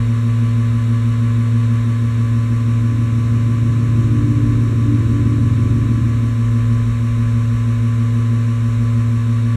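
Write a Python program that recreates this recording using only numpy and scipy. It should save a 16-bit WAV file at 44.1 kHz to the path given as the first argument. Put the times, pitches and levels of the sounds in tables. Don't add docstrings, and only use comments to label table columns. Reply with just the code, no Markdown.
import sys
import numpy as np
from scipy import signal
from scipy.fft import rfft, irfft
from scipy.io import wavfile
from scipy.ndimage import uniform_filter1d

SR = 44100
rng = np.random.default_rng(int(sys.argv[2]) if len(sys.argv) > 2 else 0)


def file_out(sig):
    cols = np.atleast_2d(sig).T
    lim = np.clip(cols, -1, 1)
    pcm = np.round(lim * 32767).astype(np.int16)
    wavfile.write(sys.argv[1], SR, pcm)


N = 421596
TIME_S = np.arange(N) / SR
FREQS_HZ = np.maximum(np.fft.rfftfreq(N, 1 / SR), .01)

SHAFT_HZ, MAGNETIC_HZ, TOP_HZ = 56.903, 120.005, 15700
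BEAT_ORIGIN_S = .108
SLIP_RAD = 2 * np.pi * (MAGNETIC_HZ - 2 * SHAFT_HZ) * (TIME_S - BEAT_ORIGIN_S)

# shaft_multiple, magnetic_multiple, level_db
HUM_TONES = [(2, 0, -15), (0, 1, -37.5), (4, 0, -35), (2, 1, -39), (0, 2, -25.5), (6, -1, -46),
             (5, 0, -65.5), (6, 0, -47.5), (4, 1, -53), (8, -1, -61), (7, 0, -55.5), (8, 0, -46),
             (0, 4, -53), (10, 0, -48), (12, 0, -60), (14, 0, -71), (17, 0, -65.5), (18, 0, -47.5)]
# freq_hz, density_db
RATTLE_SPECTRUM = [(600, -100), (1300, -79.5), (2300, -83.5), (3300, -90), (4200, -88.5), (5600, -89.5),
                   (7000, -94), (7700, -89.5), (9300, -94.5), (10700, -100), (11700, -100), (12200, -104),
                   (12700, -103), (15500, -110)]
# pitch_hz, level_db
CASING_PARTIALS = [(1254, -59.5), (1367, -68), (1707, -54), (2051, -56.5), (2390, -62), (2632, -60.5),
                   (2848, -58), (2961, -60.5), (3074, -64.5), (3413, -63), (3698, -60.5), (3871, -61.5),
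                   (4323, -64), (5351, -62), (5631, -69), (5690, -65.5), (6487, -66), (7230, -78),
                   (7623, -60), (8317, -81), (8877, -77), (9668, -66)]
# freq_hz, density_db
RUSH_SPECTRUM = [(20, -80), (60, -65), (125, -53.5), (170, -62.5), (230, -66.5), (300, -65.5), (480, -72.5),
                 (660, -77), (770, -84.5), (960, -75.5), (1250, -71.5), (1900, -76.5), (2600, -79.5),
                 (3300, -86), (4200, -89), (7700, -90.5), (11000, -101), (15500, -110)]
# centre_hz, sigma_hz, gain_db
CASING_RESONANCES = [(1068, 24, 8.5), (1733, 52, 4), (2295, 77, 4), (3620, 38, 7), (3870, 77, 9.5),
                     (4400, 60, 8.5), (7530, 120, 2.5), (12300, 170, 5)]
# time_s, offset
MIC_PATH = [(0, 0.9), (2.1, 0.66), (2.7, 0.15), (9.1, 0.1), (9.55, 1)]
# freq_hz, relative_db
STREET_SPECTRUM = [(15, -18), (27, -11), (33, -18), (46, 4), (62, 1.5), (80, 0), (115, -22), (170, -13.5),
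                   (260, -34), (500, -66)]
# centre_s, half_length_s,
# peak_db
LOW_SWELLS = [(.8, 1.7, -40), (4.45, 1.4, -35), (6.85, 2.4, -32), (9.1, 1.2, -38)]
# time_s, cycle_hz
ENGINE_RATE = [(0, 12), (1.5, 12.8), (2.75, 14.95), (4.1, 16.22), (4.75, 16.1), (6.2, 15.2), (7.5, 13.7),
               (9.55, 13)]
# cycle_multiple, relative_db
FIRING_HARMONICS = [(3, -11), (4, -8), (5, -3), (6, 1), (8, -4), (9, -2), (11, -16), (12, -12), (13, -20),
                    (14, -10), (15, -18), (17, -9), (19, -16), (20, -16), (21, -12), (23, -17), (24, -24)]
# centre_s, half_length_s, peak_db
BOOM_SURGES = [(2.95, 0.14, -34), (4.2, 0.27, -28.5), (4.42, 0.35, -26.5), (4.92, 0.14, -21),
               (5.17, 0.12, -25), (5.35, 0.31, -28.5), (5.78, .3, -32.5), (6.26, 0.2, -33.5)]


def undb(db):
    return 10 ** (np.asarray(db) / 20)


def unit(x):
    return x / np.std(x)


def curve(table):
    return np.interp(TIME_S, *np.transpose(table))


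def gain_at(hz, spectrum):
    freq_hz, level_db = np.transpose(spectrum)
    return undb(np.interp(np.log(hz), np.log(freq_hz), level_db))


def bell(centre_hz, sigma_hz):
    return np.exp(-((FREQS_HZ - centre_hz) / sigma_hz) ** 2 / 2)


def filtered(x, gains):
    return irfft(rfft(x) * gains, N)


def noise(spectrum):
    return filtered(rng.standard_normal(N), gain_at(FREQS_HZ, spectrum)) * np.sqrt(SR / 2)


def walk(rate_hz):
    lowpass = np.exp(-np.minimum((FREQS_HZ / rate_hz) ** 2, 50))
    return unit(filtered(rng.standard_normal(N), lowpass))


def swells(table):
    return sum(undb(peak_db) * np.cos(np.pi / 2 * np.clip((TIME_S - centre_s) / half_s, -1, 1)) ** 4
               for centre_s, half_s, peak_db in table)


def shaft_turns(wobble_turns, jitter_turns, jitter_hz):
    steady_turns = SHAFT_HZ * (TIME_S - BEAT_ORIGIN_S)
    return steady_turns + wobble_turns * np.sin(SLIP_RAD) + jitter_turns * walk(jitter_hz)


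def pump_hum(turns, waver_db):
    pull_cycles = MAGNETIC_HZ * (TIME_S - BEAT_ORIGIN_S)
    lag_cycles = rng.random(64)
    tones = 0
    for of_shaft, of_pull, level_db in HUM_TONES:
        cluster = round(of_shaft + 2 * of_pull)
        cycles = of_shaft * turns + of_pull * pull_cycles + lag_cycles[cluster]
        tones += undb(level_db) * np.cos(2 * np.pi * cycles)
    return np.sqrt(2) * tones * undb(waver_db * walk(3.4))


def slot_whine(turns, slots, level_db, depth, limp, lag_rad):
    cycles = slots * turns + MAGNETIC_HZ * TIME_S
    beat_rad = SLIP_RAD - lag_rad
    chug = 1 + depth * np.cos(beat_rad) - limp * np.cos(beat_rad / 2)
    return undb(level_db) * unit(chug * np.cos(2 * np.pi * cycles))


def contact_loop(gains, turns, size=16384):
    phasors = gains * np.exp(2j * np.pi * rng.random(len(gains)))
    one_turn = irfft(np.r_[0, phasors], size) * size / np.sqrt(2)
    return np.interp(turns % 1, np.arange(size) / size, one_turn)


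def pump_rattle(turns, odd_db, uneven_db, beat_depth, sway_depth):
    orders = np.arange(1, int(TOP_HZ / SHAFT_HZ))
    gains = gain_at(orders * SHAFT_HZ, RATTLE_SPECTRUM) * np.sqrt(2 * SHAFT_HZ)
    gains *= undb(odd_db * (orders % 2) + uneven_db * rng.standard_normal(len(orders)))
    for pitch_hz, level_db in CASING_PARTIALS:
        gains[round(pitch_hz / SHAFT_HZ) - 1] = undb(level_db)
    sway_rad = 2 * curve(MIC_PATH) + 0.35 * walk(0.39)
    weights = [np.ones(N),
               beat_depth * np.cos(SLIP_RAD), beat_depth * np.sin(SLIP_RAD),
               beat_depth / 2 * np.cos(2 * SLIP_RAD), beat_depth / 2 * np.sin(2 * SLIP_RAD),
               sway_depth * np.cos(sway_rad), sway_depth * np.sin(sway_rad)]
    clatter = sum(weight * contact_loop(gains, turns) for weight in weights)
    return clatter / np.linalg.norm(weights, axis=0)


def air_rush(turns, stroke_db, flicker_db, ripple_db):
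    hiss = noise(RUSH_SPECTRUM) * undb(stroke_db * np.cos(4 * np.pi * turns) + flicker_db * walk(12))
    casing_db = sum(db * bell(hz, sigma_hz) for hz, sigma_hz, db in CASING_RESONANCES)
    room_db = ripple_db * unit(uniform_filter1d(rng.standard_normal(len(FREQS_HZ)), size=250))
    return filtered(hiss, undb(casing_db + room_db))


def mic_movement(x, whistle_db, middle_db):
    moved = filtered(x, undb(whistle_db * bell(7700, 220) + middle_db * bell(2100, 700)))
    return x + curve(MIC_PATH) * (moved - x)


def street_rumble(level_db, waver_db):
    rumble = unit(noise(STREET_SPECTRUM))
    return rumble * (undb(level_db + waver_db * walk(1.5)) + swells(LOW_SWELLS))


def engine_exhaust(cycles, fading, gas_db):
    coarse_s = TIME_S[::2000]
    throb = 0
    for order, relative_db in FIRING_HARMONICS:
        scatter = uniform_filter1d(rng.standard_normal((2, len(coarse_s))), size=9, axis=1)
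        depth = fading * np.sqrt(order)
        direct, echo = (np.interp(TIME_S, coarse_s, depth * unit(row)) for row in scatter)
        phase_rad = 2 * np.pi * (order * cycles + rng.random())
        throb += undb(relative_db) * ((1 + direct) * np.cos(phase_rad) + echo * np.sin(phase_rad))
    gas = unit(noise([(100, -26), (200, 7.5), (290, 6.5), (370, -8.5), (440, 1), (700, -60)]))
    puffs = 1 + np.cos(2 * np.pi * cycles) / 2
    return unit(throb) + undb(gas_db) * gas * puffs


def engine_pass_db(near_s=4.2, hide_s=6.01, drop_s=0.34, drop_db=15.5,
                   approach_db_per_s=5.5, recede_db_per_s=8):
    approach_db = approach_db_per_s * np.maximum(near_s - TIME_S, 0)
    wall_db = drop_db * np.clip((TIME_S - hide_s) / drop_s, 0, 1)
    recede_db = recede_db_per_s * np.maximum(TIME_S - hide_s - drop_s, 0)
    return -(approach_db + wall_db + recede_db)


def passing_engine(exhaust_db, boom_db, boom_order, boom_growth, jitter_cycles):
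    cycles = np.cumsum(curve(ENGINE_RATE)) / SR + jitter_cycles * walk(10.0)
    exhaust = engine_exhaust(cycles, fading=0.15, gas_db=-19.5)
    boom = unit(np.cos(2 * np.pi * boom_order * cycles))
    pass_db = engine_pass_db()
    boom_gain = undb(boom_db + boom_growth * pass_db) + swells(BOOM_SURGES)
    return exhaust * undb(exhaust_db + pass_db) + boom * boom_gain


def scene():
    turns = shaft_turns(wobble_turns=0.00047, jitter_turns=0.001, jitter_hz=10.4)
    hum = pump_hum(turns, waver_db=0.5)
    whine = slot_whine(turns, slots=18, level_db=-44.5, depth=0.56, limp=0.027, lag_rad=1.7)
    rattle = pump_rattle(turns, odd_db=-7.0, uneven_db=0.4, beat_depth=0.51, sway_depth=0.42)
    air = air_rush(turns, stroke_db=0.5, flicker_db=-0.14, ripple_db=-0.27)
    pump = hum + whine + mic_movement(rattle + air, whistle_db=-2.5, middle_db=0.5)
    engine = passing_engine(exhaust_db=-21, boom_db=-34, boom_order=18, boom_growth=1.35,
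                            jitter_cycles=0.0047)
    street = street_rumble(level_db=-38.5, waver_db=1)
    return (pump + street + engine)[None]


def record(dry):
    ease = np.minimum(1, np.minimum(TIME_S, TIME_S[::-1]) / .004)
    dip_db = -13.5 * bell(centre_hz=4850, sigma_hz=266)
    top_cut = signal.ellip(10, .2, 80, TOP_HZ, fs=SR, output="sos")
    return signal.sosfilt(top_cut, filtered(dry * ease, undb(dip_db)))


dry = scene()
out = record(dry)
file_out(out)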